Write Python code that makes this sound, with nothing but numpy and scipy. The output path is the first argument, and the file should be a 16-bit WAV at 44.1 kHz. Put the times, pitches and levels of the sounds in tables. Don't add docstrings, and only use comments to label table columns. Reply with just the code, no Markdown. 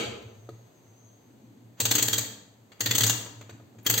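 import sys
import numpy as np
from scipy import signal
from scipy.fft import rfft, irfft
from scipy.io import wavfile
from scipy.ndimage import uniform_filter1d

SR = 44100
rng = np.random.default_rng(int(sys.argv[2]) if len(sys.argv) > 2 else 0)


def makeup_ratio(level_db):
    decades = np.asarray(level_db, float) / 20
    return 10 ** decades


def wrap_up_sound(samples):
    columns = np.atleast_2d(samples).T
    tamed = np.clip(columns, -1, 1)
    steps = np.round(tamed * 32767).astype(np.int16)
    wavfile.write(sys.argv[1], SR, steps)


N = 176400
LEAD = SR // 10


def colour(x, points):
    n, p = x.shape[-1], np.array(points)
    hz = np.maximum(np.arange(n // 2 + 1) * SR / n, 1)
    gain_db = np.interp(np.log(hz), np.log(p[:, 0]), p[:, 1])
    return irfft(rfft(x) * makeup_ratio(gain_db), n)


def unit(x):
    return x / np.sqrt(np.mean(x ** 2))


def band(x, hz, width_hz):
    edges_hz = [hz - width_hz / 2, hz + width_hz / 2]
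    return signal.sosfilt(signal.butter(2, edges_hz, "bandpass", fs=SR, output="sos"), x)


def pair(n, like):
    like = np.clip(like, 0, 1)
    mid, side = rng.standard_normal((2, n))
    sign = np.array([[1], [-1]])
    return (np.sqrt(1 + like) * mid + np.sqrt(1 - like) * side * sign) / np.sqrt(2)


def walk(rate_hz, n):
    k = int(SR / rate_hz)
    steps = np.repeat(rng.standard_normal(n // k + 1), k)
    return np.sqrt(2) * uniform_filter1d(uniform_filter1d(steps, k), k)[:n]


def decay(t, t60_s):
    return np.exp(-np.log(1000) * t / t60_s)


def add(out, s, x):
    i = int(s * SR) + LEAD
    out[:, i:i + x.shape[1]] += x[:, :out.shape[1] - i]


def ring(modes, n, scatter_db, detune, channels):
    hz, db, t60_s = np.array(modes).T[:, :, None]
    t = np.arange(n) / SR
    z = rng.standard_normal((channels + 1, len(modes), 1))
    phase = rng.uniform(0, 2 * np.pi, (channels, len(modes), 1)) * (channels - 1)
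    wave = np.sin(2 * np.pi * hz * (1 + detune * z[0]) * t + phase)
    out = (makeup_ratio(db + scatter_db * z[1:]) * decay(t, t60_s) * wave).sum(1)
    return out / np.sqrt(np.mean(np.sum(out ** 2, 1)))


def chatter_shape(t, hold_s):
    rise_s, sag_s, fall_s = 0.0038, 0.011, 0.0026
    bounce_s, bounce_db, bounce_fall_s = 0.0125, -14.5, 0.0032
    hold_s = np.clip(hold_s, 0, len(t) / SR / 2)
    falling_s = np.maximum(t - rise_s - hold_s, 0)
    first = np.clip(t / rise_s, 0, 1) * np.exp(-t / sag_s - falling_s / fall_s)
    bounce = np.clip((t - bounce_s) / rise_s, 0, 1)
    bounce = bounce * np.exp(-np.maximum(t - bounce_s - rise_s, 0) / bounce_fall_s)
    return first + makeup_ratio(bounce_db) * bounce


# f/Hz, level/dB, t60/s
CASE_MODES = [(1651, -13.5, 0.018), (1907, -7.5, 0.012), (2756, -13.5, 0.019), (3275, -3.5, 0.016),
              (4156, -15, 0.047), (4500, -5, 0.014), (6440, -6.5, 0.025), (7030, -10, 0.027),
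              (7593, -13, 0.031), (7680, -18.5, 0.088), (8160, -11.5, 0.05), (3403, -19.5, 0.0093),
              (7300, -7.5, 0.025)]


def rattle(db, spectrum, hold_s, ring_db, mid_db=0, top_db=0):
    impacts_per_s, spread_db, lump_db, patch_db, like = 28000, 0.43, 0.5, 2.0, 0.5
    n = SR // 20
    shape = chatter_shape(np.arange(n) / SR, hold_s)
    energy = np.sum(shape ** 2)

    struck = rng.random(n) < impacts_per_s / SR
    level_db = spread_db * rng.standard_normal(n) + lump_db * walk(642, n)
    size = struck * makeup_ratio(level_db) * shape
    size = size * np.sqrt(energy / np.sum(size ** 2))

    crack = colour(size * pair(n, like), spectrum)
    patch_hz = 1000 * 2 ** np.arange(0, 4.1, 1 / 3)
    crack = colour(crack, np.c_[patch_hz, patch_db * rng.standard_normal(len(patch_hz))])
    crack = crack / np.sqrt(np.mean(np.sum(crack ** 2, 1)) / energy)

    hits = size * rng.choice([-1, 1], n)
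    case = ring(CASE_MODES, 2 * n, 4.5, 0.018, channels=2)
    tone = signal.fftconvolve(hits[None], case, axes=1)[:, :2 * n]

    both = makeup_ratio(ring_db) * tone + np.pad(crack, ((0, 0), (0, n)))
    tilt = [(800, 0.012), (1400, mid_db), (3500, mid_db), (5500, 0.025), (9000, 0.017), (11000, top_db)]
    return makeup_ratio(db) * colour(both, tilt)


def thump(modes, db, push_s):
    push = np.hanning(3 + int(push_s * SR))[None]
    x = signal.fftconvolve(ring(modes, SR // 3, 0.83, 0.014, channels=1), push, axes=1)
    return x / np.abs(x).max() * makeup_ratio(db) * np.ones((2, 1))


# f/Hz, level/dB, t60/s
TABLE_MODES = [(116, 0, .35), (103, -9, .15)]


def table_thump(db, push_s):
    return thump(TABLE_MODES, db, push_s)


# f/Hz, level/dB, t60/s
FRAME_MODES = [(209.7, -15.5, 0.45), (265, -9.5, 0.074), (272.4, -5, 0.2), (300.6, 1.5, 0.16),
               (392, -6.5, 0.15), (441.6, -1, 0.18), (500, -1, 0.21), (544, -10, 0.2), (652, -6.5, 0.31),
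               (887, 3, 0.16)]


def frame_knock(db, push_s):
    return thump(FRAME_MODES, db, push_s)


# f/Hz, level/dB
CRANK_COLOUR = [(250, -5), (450, 8.5), (900, -10), (2200, -3.5), (4650, -6.5), (4900, -18), (6500, -8.5),
                (16000, -29.5)]


def crank(air, table):
    s = -0.04
    add(air, s, rattle(-12.5, CRANK_COLOUR, hold_s=0.03, ring_db=-30))
    add(table, s, table_thump(-31, push_s=0.003))
    add(air, s, frame_knock(-41, push_s=0.0005))


# f/Hz, t60/s
ROOM_T60 = [(100, 1), (300, 0.85), (800, 0.82), (2000, 0.62), (5000, 0.57), (8000, 0.49), (14000, .4)]


def room(x):
    level_db, build_s, bass_db = -5.5, 0.0068, 3
    t, echo, p = np.arange(SR) / SR, 0, np.array(ROOM_T60)
    for hz in 80 * 2 ** np.arange(0, 7.7, .5):
        t60_s = np.interp(np.log(hz), np.log(p[:, 0]), p[:, 1])
        like = .2 if hz > 500 else .6
        noise = band(pair(SR, like), hz, hz * 0.31)
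        echo = echo + noise * decay(t, t60_s) * makeup_ratio(bass_db * (hz < 300))
    echo = echo * (1 - np.exp(-t / build_s))
    echo = echo / np.sqrt(np.mean(np.sum(echo ** 2, 1)))
    return makeup_ratio(level_db) * signal.fftconvolve(x, echo, axes=1)[:, :x.shape[1]]


# f/Hz, level/dB
AIR_COLOUR = [(30, -22), (110, -6.5), (250, -2.5), (900, -14.5), (1200, -21), (4500, -27), (8000, -27.5),
              (16000, -30)]
# t/s, level/dB
AIR_SETTLE = [(0, 2.5), (.9, 0), (1.5, -2), (2.0, -2), (4, 0.5)]


def room_air():
    noise = pair(N, 0.072)
    side = noise - noise.mean(0)
    noise = unit(colour(noise - colour(side, [(5000, -50.5), (7000, -4.5)]), AIR_COLOUR))
    settle_db = np.interp(np.arange(N) / SR, *np.array(AIR_SETTLE).T)
    return noise * makeup_ratio(-58.5 + settle_db + 0.43 * walk(3.37, N))


def table_hum():
    return unit(band(pair(N, 0.35), 114.9, 13.3)) * makeup_ratio(-58.5 + 3.25 * walk(5.1, N))


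# t/s, rumble level/dB, whine level/dB
HAND = [
    (0, -76, -68),
    (.8, -91, -74),
    (1.05, -63, -64.5),
    (1.2, -69, -70.5),
    (1.3, -55, -76),
    (1.72, -54, -85),
    (1.8, -74, -82),
    (4, -53, -88),
]
# f/Hz, level/dB
WHINE = [(3262, -16), (6089, -2), (6223, -1), (6320, -3), (6455, 0), (6573, -1)]


def hand():
    s, rumble_db, whine_db = np.array(HAND).T
    t = np.arange(N) / SR
    rumble = unit(band(pair(N, 0.25), 242, 120))
    rumble = rumble * makeup_ratio(np.interp(t, s, rumble_db) + 1.9 * walk(24.83, N))
    whine = unit(sum(makeup_ratio(db) * band(pair(N, 0.32), hz, 14) for hz, db in WHINE))
    return rumble + whine * makeup_ratio(np.interp(t, s, whine_db))


# t/s, tick level/dB, length/s, table thump level/dB, knock level/dB
TOUCHES = [(.22, -51, 0.01, -39, -52), (0.35, -60, 0.011, -38.5, -62), (0.4894, -47, 0.0022, -38.5, -26.5),
           (0.864, -65, 0.0055, -48, -53), (1.02, -74, .005, -48, -52), (2.717, -47, 0.014, -61, -46.5),
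           (2.774, -68, 0.017, -44, -57), (3.26, -40.5, 0.012, -42, -36.5), (3.41, -43, .015, -44, -39),
           (3.493, -42, 0.018, -34, -36.5), (3.6, -72, 0.0087, -41.5, -41.5), (3.748, -75, 0.013, -41, -48),
           (3.784, -52, 0.021, -70, -47)]
# f/Hz, level/dB
FINGER_COLOUR = [(150, -4), (1000, -6.5), (2500, -7), (4300, -14), (5500, -14.5), (6400, -9.5),
                 (8500, -22.5), (16000, -20.5)]
# f/Hz, level/dB, t60/s
BASE_MODES = [(352, 0, .07), (449, 0, .07), (560, -2, .05), (690, -3, .04), (1270, 0, .03)]


def touches(air, solid, table):
    for s, tick_db, length_s, table_db, knock_db in TOUCHES:
        add(air, s, rattle(tick_db, FINGER_COLOUR, length_s, ring_db=-7))
        add(table, s + 0.0025, table_thump(table_db, push_s=0.0093))
        add(solid, s, band(thump(BASE_MODES, knock_db, push_s=0.00066), 950, 1300))


# t/s of first tooth, length/s, level/dB
CREEPS = [
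    (1.798, 0.042, -50),
    (2.801, 0.013, -48),
    (3.864, 0.022, -37),
]


def creeps(air):
    for s, length_s, db in CREEPS:
        k = int(length_s * SR)
        scrape = unit(colour(pair(k, 0.5), FINGER_COLOUR))
        add(air, s - length_s, scrape * makeup_ratio(db) * np.linspace(0, 1, k) ** 2)


# t/s, peak level/dB, table thump level/dB, hold/s, mid colour level/dB
TEETH = [(1.8002, -11, -22, 0.021, -0.5), (1.852, -11.5, -25, 0.007, 3), (1.91, -8, -29, 0.011, -1),
         (1.951, -9, -37, .012, 0.5), (1.981, -13, -37, 0.017, 5), (2.0228, -9, -26.5, 0.0092, -1),
         (2.0807, -11.5, -28, 0.0031, 0.5), (2.129, -12.5, -31.5, 0.019, 2), (2.179, -12, -33, 0.011, -1),
         (2.8046, -13, -28, 0.0094, 2.5), (2.858, -15.5, -23, 0.013, 6.5),
         (2.908, -14.5, -28.5, 0.008, 6.5), (2.949, -11, -23.5, 0.011, 0.5), (2.98, -8, -20, 0.0047, -0.5),
         (3.005, -11.5, -20.5, 0.013, 2.5), (3.0327, -10.5, -26, 0.0086, 3), (3.0632, -12, -28, 0.03, -3),
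         (3.094, -10, -45, 0.0099, -0.5), (3.8625, -11, -24, 0.0098, 2), (3.8968, -10, -25, 0.012, 1.5),
         (3.937, -14.5, -39, 0.006, 4), (3.9755, -11.5, -49, 0.011, 1.5)]
# f/Hz, level/dB
TOOTH_COLOUR = [(88, -45), (150, -14), (2450, -13), (4320, -7), (5570, -6), (6390, -0.5), (8230, -7),
                (9440, -16), (16000, -4)]


def teeth(air, table):
    for s, db, table_db, hold_s, mid_db in TEETH:
        top_db = 4 * (s > 3.5)
        add(air, s, rattle(db - 3, TOOTH_COLOUR, hold_s, -7, mid_db, top_db))
        add(table, s, table_thump(table_db - 3.5, push_s=0.0055))
        add(air, s, frame_knock(db - 18.5 + mid_db, push_s=0.0013))


# f/Hz, level/dB
SPRING_COLOUR = [(8000, -30), (11500, 0), (16000, 0)]


def spring(air):
    add(air, 3.829, rattle(-49, SPRING_COLOUR, hold_s=0.004, ring_db=-30))


def scene():
    air, solid, table = np.zeros((3, 2, N + LEAD))
    crank(air, table)
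    touches(air, solid, table)
    creeps(air)
    teeth(air, table)
    spring(air)
    table_hz, width_hz = 113, 30
    solid = solid + band(band(table, table_hz, width_hz), table_hz, 2 * width_hz)
    echo = room(air + makeup_ratio(-9) * solid)
    return (air + solid + echo)[:, LEAD:] + room_air() + table_hum() + hand()


# f/Hz, level/dB
SIDE_LOSS = [(100, -12), (200, -10.5), (350, -6.5), (700, 0.5), (1500, 0.5), (5000, -.5), (12000, -4.5)]
# f/Hz, level/dB
LEFT_MORE = [(3000, 0.6), (6000, 4), (7500, 3), (8500, -2.5), (12000, -1.5)]
# f/Hz, level/dB
DIP = [(4650, 0), (4950, -7), (5800, -7), (6250, 0)]


def stereo_response(dry):
    mid, side = dry.mean(0), colour((dry[0] - dry[1]) / 2, SIDE_LOSS)
    x = np.array([colour(mid + side, LEFT_MORE), mid - side])
    x = signal.sosfilt(signal.butter(3, 70, "highpass", fs=SR, output="sos"), x)
    x = colour(x, DIP)
    lo_hz, hi_hz, top_hz, lost_db, edge = 8850, 11450, 15800, -60, 1.02
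    return colour(x, [(lo_hz / edge, 0), (lo_hz * edge ** 3, lost_db), (hi_hz / edge, lost_db), (hi_hz, 0),
                      (top_hz, 0), (top_hz * (1 + edge) / 2, lost_db), (SR / 2, lost_db)])


# t/s, length/s, level/dB
HISS_BURSTS = [
    (1.806, .02, -63),
    (1.847, 0.023, -60),
    (1.91, 0.019, -65),
    (2.075, 0.023, -66),
    (2.122, 0.017, -47),
    (2.796, 0.038, -51),
    (2.95, 0.031, -50),
    (3.847, 0.017, -46),
    (3.964, 0.026, -45),
]


def faint_noise(dry):
    duck_db, hiss_db, sub_db, sub_loud_db = -72, -80, -93, -80
    loud = colour(dry.mean(0), [(2000, -29), (4000, -15.5)])
    power = uniform_filter1d(loud ** 2, SR // 30)
    quiet_share = 1 / (1 + power / makeup_ratio(duck_db) ** 2)
    t = np.arange(N) / SR
    gates = sum(makeup_ratio(db) * ((t > s) & (t < s + length_s)) for s, length_s, db in HISS_BURSTS)
    burst = uniform_filter1d(gates, SR // 200)
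    hiss = (makeup_ratio(hiss_db) * quiet_share + burst) * band(pair(N, 1.0), 10100, 2600)
    sub_gain = makeup_ratio(sub_db) + makeup_ratio(sub_loud_db) * (1 - quiet_share)
    return hiss + sub_gain * unit(band(pair(N, .6), 50, 60))


def low_pass(x):
    return signal.sosfilt(signal.butter(12, 17020, fs=SR, output="sos"), x)


def record(dry):
    mix = stereo_response(dry) + faint_noise(dry)
    return low_pass(mix)


dry = scene()
out = record(dry)
wrap_up_sound(out)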